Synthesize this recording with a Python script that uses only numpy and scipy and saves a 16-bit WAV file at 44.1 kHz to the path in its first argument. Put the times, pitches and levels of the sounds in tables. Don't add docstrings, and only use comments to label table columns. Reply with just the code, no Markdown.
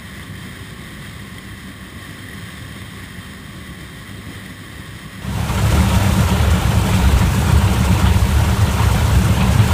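import sys
import numpy as np
from scipy import signal
from scipy.io import wavfile
from scipy.ndimage import uniform_filter1d

SR = 44100
rng = np.random.default_rng(int(sys.argv[2]) if len(sys.argv) > 2 else 0)


def file_out(sig):
    cols = np.atleast_2d(sig).T
    lim = np.clip(cols, -1, 1)
    pcm = np.round(lim * 32767).astype(np.int16)
    wavfile.write(sys.argv[1], SR, pcm)


N = 429093
HOLD_HZ, STEPS = 12000, 4
FADE_START_S, FADE_S = 5.145, 0.6

# t/s, then level/dB of deep boom, upper boom, tumbling, spray
BARREL_LEVELS = [(5.2, -29, -11.5, -20, -30), (5.5, -17, -16, -23, -30.5), (5.9, -19, -16, -23, -32),
                 (6.15, -23, -17.5, -24.5, -31.5), (6.45, -15, -18, -22.5, -34),
                 (6.7, -24.5, -18, -25.5, -33.5), (6.95, -18.5, -15, -23.5, -32),
                 (7.15, -11, -17.5, -23.5, -33), (7.35, -22, -16.5, -25.5, -32.5),
                 (7.75, -18, -17, -24.5, -33.5), (8.05, -19.5, -16.5, -24, -34),
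                 (8.3, -12.5, -21, -25.5, -33), (8.6, -22, -19.5, -25, -34), (8.85, -20, -18, -23, -32.5),
                 (9.15, -17.5, -15.5, -24.5, -32.5), (9.4, -21, -16, -24.5, -34.5),
                 (9.73, -20, -16.5, -23, -31.5)]

def barrel():
    deep, upper, load, water = (gain * fade(N + 1, SR) for gain in along(BARREL_LEVELS, SR))
    out = drum_boom(deep, upper) + load * tumbling() + water * spray()
    out += thuds() + slumps() + splashes()
    entry = np.clip((np.arange(N + 1) / SR - 5.213) / .01, 0, 1)
    return (out * entry)[:N]

# f/Hz, relative level/dB
BOOM_TONE = [(12, -30), (24, -28), (38, -14), (46, -27), (56, -8), (90, -8.5), (120, -11.5), (153, -20.5),
             (175, -10), (205, -18), (240, -22.5), (400, -42)]
# f/Hz, width/Hz, boost/dB
DRUM_MODES = [(68.8, 17.7, 10.5), (106.2, 11.8, 10), (138.5, 6.1, 10.5), (191, 8.8, 10)]

def drum_boom(deep, upper):
    deep = deep * throb(N + 1, SR, depth_db=2)
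    upper = upper * throb(N + 1, SR, depth_db=1.5)
    drum = noise(BOOM_TONE, DRUM_MODES, SR, size=8192, patchy_db=0, flicker_db=1)
    low = signal.sosfiltfilt(signal.butter(4, 90, fs=SR, output="sos"), drum)
    return (deep * steadied(low, SR, span_s=0.072, share=0.25)
            + upper * steadied(drum - low, SR, span_s=0.055, share=0.33))

# t/s, peak level/dB, f/Hz
SLUMPS = [(6.212, -13, 67), (6.475, -6, 81), (6.615, -12, 81), (6.768, -13, 101), (7.63, -8, 99.2),
          (7.92, -14, 118), (8.102, -7, 78), (8.229, -11, 77.5), (8.613, -9, 91), (8.739, -12, 79),
          (9.271, -9, 89.5), (9.588, -4, 105.4)]

def slumps():
    out = np.zeros(N + 1)
    for s, db, hz in SLUMPS:
        add(out, SR, s, db, blow(hz, SR, t60=0.17, crack=0, rise_s=.015, length_s=0.095))
    return out

# f/Hz, relative level/dB
TUMBLE_TONE = [(130, -33), (220, -16), (362, -8.5), (411, -6.5), (646, -8), (946, -7.5), (1100, -9),
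               (1370, -8.5), (1940, -13), (3500, -14), (4550, -21.5), (7700, -120)]
# f/Hz, width/Hz, boost/dB
SHELL_MODES = [(295, 14, 11), (323, 18, 9), (412, 20, 2), (542, 14, 2.5), (936, 62, 5.5)]

def tumbling():
    wash = noise(TUMBLE_TONE, SHELL_MODES, SR, size=2048, patchy_db=1.5, flicker_db=.6)
    pitches = np.geomspace(400, 3200, 20) * rng.uniform(0.92, 1.03, 20)
    taps = np.zeros(N + 1)
    for hz in pitches:
        hits = clicks(N + 1, SR, per_s=450 / len(pitches), spread_db=2.3)
        taps += signal.oaconvolve(hits, blow(hz, SR, t60=.035, crack=0.21))[:N + 1]
    taps = evened(filtered(taps, TUMBLE_TONE, SHELL_MODES, SR))
    return evened(wash + gain_of(-3.5) * taps)

# t/s, peak level/dB, f/Hz
LANDINGS = [(5.49, -16, 1150), (5.577, -17, 1364), (5.722, -24, 974), (5.9, -19, 1290), (5.925, -18, 995),
            (5.942, -20, 3560), (6.017, -19, 890), (6.046, -20, 2330), (6.075, -18, 1250),
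            (6.182, -19, 1410), (6.276, -19, 1340), (6.717, -16, 970), (6.932, -15, 2390),
            (6.935, -18, 940), (6.998, -16, 910), (7.212, -17, 1200), (7.485, -17, 1430), (7.559, -21, 980),
            (7.612, -16.5, 936), (7.995, -14, 930), (8.055, -15.5, 1255), (8.064, -14.5, 3040),
            (8.439, -17.5, 956), (8.793, -14, 935), (8.83, -16, 1095), (8.876, -22, 910), (8.943, -15, 750),
            (9.312, -29, 995), (9.399, -21, 835), (9.406, -15, 2520), (9.59, -15, 1410)]

def thuds():
    out = np.zeros(N + 1)
    for s, db, hz in LANDINGS:
        hit = blow(hz, SR, t60=0.18, crack=5.9)
        add(out, SR, s, db, filtered(hit, TUMBLE_TONE, [(hz, 900, 7)], SR))
    return out

# f/Hz, relative level/dB
SPRAY_TONE = [(1290, -34), (2200, -8.5), (2950, -15), (5030, -9), (8380, -8), (10300, -12.5), (14700, -15),
              (15300, -13)]

def spray():
    jets = noise(SPRAY_TONE, [], SR, size=512, patchy_db=1.1, flicker_db=1.1)
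    drops = clicks(N + 1, SR, per_s=2000, spread_db=2.5)
    patter = evened(filtered(drops, SPRAY_TONE, [], SR))
    return evened(jets + gain_of(-12) * patter)

# t/s, peak level/dB
WATER_SLAPS = [(5.6994, -24), (5.941, -23), (6.4981, -23), (6.934, -22), (7.1755, -25), (7.841, -23),
               (7.985, -23), (8.602, -24), (8.702, -25), (8.9051, -22), (9.505, -23)]

def splashes():
    out = np.zeros(N + 1)
    for s, db in WATER_SLAPS:
        slap = blow(3000, SR, t60=0.99, crack=3.4, rise_s=0.012)
        add(out, SR, s, db, filtered(slap, SPRAY_TONE, [(6460, 7700, 6.8)], SR))
    return out

# t/s, roar level/dB, rumble level/dB
FEED_LEVELS = [(0.0, -38, -35.5), (0.3, -37, -33), (0.9, -37.5, -34), (1.4, -37.5, -34.5), (1.85, -39, -35),
               (2.35, -36.5, -33), (3.0, -37, -33.5), (3.55, -39, -35), (3.75, -38, -33.5),
               (4.05, -39, -36), (4.2, -37.5, -32), (4.6, -38, -34.5), (5.2, -37, -33)]

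def infeed():
    roar, rumble = along(FEED_LEVELS, HOLD_HZ)
    length = len(roar)
    out = roar * feed_roar(length) + rumble * plant_rumble(length)
    out += motor_whine(length) + knocks_and_drips(length)
    return out * (1 - fade(length, HOLD_HZ))

# f/Hz, relative level/dB
ROAR_TONE = [(300, -15.5), (500, -19.5), (800, -22.5), (975, -23.5), (1060, -21.5), (1450, -24),
             (2500, -24.5), (2820, -23), (3700, -18.5), (4500, -25), (5300, -20.5), (5700, -29.5),
             (6000, -34)]
# f/Hz, width/Hz, boost/dB
CASE_MODES = [(1117, 190, 9), (1908, 710, 17), (2640, 70, 2.5), (3173, 164, 9.5), (3630, 190, 3.5)]

def feed_roar(length):
    hiss = noise(ROAR_TONE, CASE_MODES, HOLD_HZ, size=512, patchy_db=.6, flicker_db=.5)
    taps = clicks(length, HOLD_HZ, per_s=600, spread_db=2.5)
    rattle = evened(filtered(taps, ROAR_TONE, CASE_MODES, HOLD_HZ))
    return evened(hiss + gain_of(-10) * rattle) * throb(length, HOLD_HZ, depth_db=.6, per_s=4)

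# t/s, peak level/dB, f/Hz, amount of noisy crack
KNOCKS_AND_DRIPS = [(0.17, -33, 2000, 0.2), (0.231, -33, 3500, 0.2), (0.4165, -41, 3710, 0.2),
                    (0.854, -34, 3660, 0.2), (1.0755, -38, 3880, 0.2), (1.1388, -37, 3520, 0.2),
                    (1.381, -24.5, 2020, 0.7), (1.382, -32, 3220, 0.22), (2.0933, -31, 1900, 0.3),
                    (2.189, -35, 3220, 0.2), (2.2843, -27, 1900, 0.1), (2.3094, -28, 1900, 0.1),
                    (2.332, -28, 1880, 0.1), (2.5716, -31, 3500, 0.2), (2.8045, -35, 3570, 0.2),
                    (3.1872, -30, 1900, 0.3), (4.459, -26.5, 1900, 0.4)]

def knocks_and_drips(length):
    out = np.zeros(length)
    for s, db, hz, crack in KNOCKS_AND_DRIPS:
        hit = blow(hz, HOLD_HZ, t60=0.022, crack=crack, rise_s=0.0026)
        add(out, HOLD_HZ, s, db, filtered(hit, ROAR_TONE, CASE_MODES, HOLD_HZ))
    return out

# f/Hz, relative level/dB
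RUMBLE_TONE = [(15, -65), (25, -30), (52, -8), (87, -7), (125, -5.5), (150, -3), (194, -6), (218, -8.5),
               (257, -7.5), (379, -17.5), (412, -22), (570, -25.5), (700, -26), (910, -64), (1540, -120)]
# f/Hz, width/Hz, boost/dB
HALL_MODES = [(71.2, 11.4, 9), (102, 11.6, 12), (191.2, 13, 7.5), (384.5, 20, 6.5)]

def plant_rumble(length):
    rumble = noise(RUMBLE_TONE, HALL_MODES, HOLD_HZ, size=2048, patchy_db=1, flicker_db=-0.9)
    return throb(length, HOLD_HZ, depth_db=0.75) * steadied(rumble, HOLD_HZ, span_s=0.11, share=0.54)

# f/Hz, average level/dB
MOTOR_TONES = [(538.8, -60.5), (1077, -60), (4549.7, -73)]

def motor_whine(length):
    t = np.arange(length) / HOLD_HZ
    out = np.zeros(length)
    for hz, db in MOTOR_TONES:
        tone = np.sqrt(2) * gain_of(db) * np.sin(2 * np.pi * hz * t)
        out += tone * throb(length, HOLD_HZ, depth_db=2, per_s=4)
    return out

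def held(x):
    steps = np.repeat(x, STEPS)
    return signal.resample(steps, round(len(steps) * SR / (STEPS * HOLD_HZ)))[:N]

def gain_of(db):
    return 10 ** (np.asarray(db) / 20)

def evened(x):
    return x / np.sqrt(np.mean(x ** 2) + 1e-20)

def along(table, rate):
    s, *columns = np.transpose(table)
    t = np.arange(int(N * rate / SR) + 1) / rate
    return [gain_of(np.interp(t, s, db)) for db in columns]

def colour(tone, modes, hz):
    f, db = np.transpose(tone)
    boosts = sum(boost_db / (1 + (2 * (hz - at) / width) ** 2) for at, width, boost_db in modes)
    return np.interp(np.log(hz + 1), np.log(f + 1), db, left=-90, right=-90) + boosts

def noise(tone, modes, rate, size, patchy_db, flicker_db):
    length = int(N * rate / SR) + 1
    frames, hz = 4 * length // size + 5, np.fft.rfftfreq(size, 1 / rate)
    real, imag, patches = rng.standard_normal((frames, len(hz), 3)).T
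    patches = evened(uniform_filter1d(uniform_filter1d(patches, size=8, axis=0), size=8, axis=1))
    flicker = evened(uniform_filter1d(rng.standard_normal(frames), size=3))
    db = colour(tone, modes, hz)[:, None] + patchy_db * patches + flicker_db * flicker
    spectra = (real + 1j * imag) * gain_of(db)
    return evened(signal.istft(spectra, nperseg=size, noverlap=3 * size // 4)[1][:length])

def filtered(x, tone, modes, rate):
    hz = abs(np.fft.fftfreq(4096, 1 / rate))
    log_gain = np.log(gain_of(colour(tone, modes, hz)))
    response = np.fft.ifft(np.exp(np.conj(signal.hilbert(log_gain)))).real[:2048]
    return signal.oaconvolve(x, response)[:len(x)]

def clicks(length, rate, per_s, spread_db):
    size = gain_of(spread_db * np.minimum(rng.exponential(1, length), 5))
    sign = rng.choice([-1., 1.], length)
    return size * sign * (rng.random(length) < per_s / rate)

def blow(hz, rate, t60, crack, rise_s=0.0014, length_s=.05):
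    t = np.arange(int(rate * length_s)) / rate
    ring = np.sin(2 * np.pi * hz * t) + crack * rng.standard_normal(len(t))
    ring = ring * gain_of(-60 * t / t60) * np.minimum(t / rise_s, 1) * np.cos(np.pi / 2 * t / t[-1])
    return ring / abs(ring).max()

def add(mix, rate, start_s, peak_db, sound):
    part = mix[round(start_s * rate):][:len(sound)]
    part += gain_of(peak_db) * sound[:len(part)] / abs(sound).max()

def steadied(x, rate, span_s, share):
    power = uniform_filter1d(x ** 2, round(span_s * rate))
    return evened(x / (abs(power) + .02) ** (share / 2))

def throb(length, rate, depth_db, per_s=7.2):
    t = np.arange(0, length / rate + .01, .005)
    speeds, phases = per_s + 1.5 * rng.standard_normal(24), rng.random(24)
    wave = evened(np.sin(2 * np.pi * (speeds * t[:, None] + phases)).sum(axis=1))
    return evened(gain_of(depth_db * np.interp(np.arange(length) / rate, t, wave)))

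def fade(length, rate):
    return np.clip((np.arange(length) / rate - FADE_START_S) / FADE_S, 0, 1)

def scene():
    return (held(infeed()) + barrel())[None]

def record(dry):
    rounded = 1.1 * np.tanh(dry / 1.1)
    lowpass = signal.firwin(1023, 15310, window=("kaiser", 9), fs=SR)
    return signal.oaconvolve(rounded, lowpass[None], "same")

dry = scene()
out = record(dry)
file_out(out)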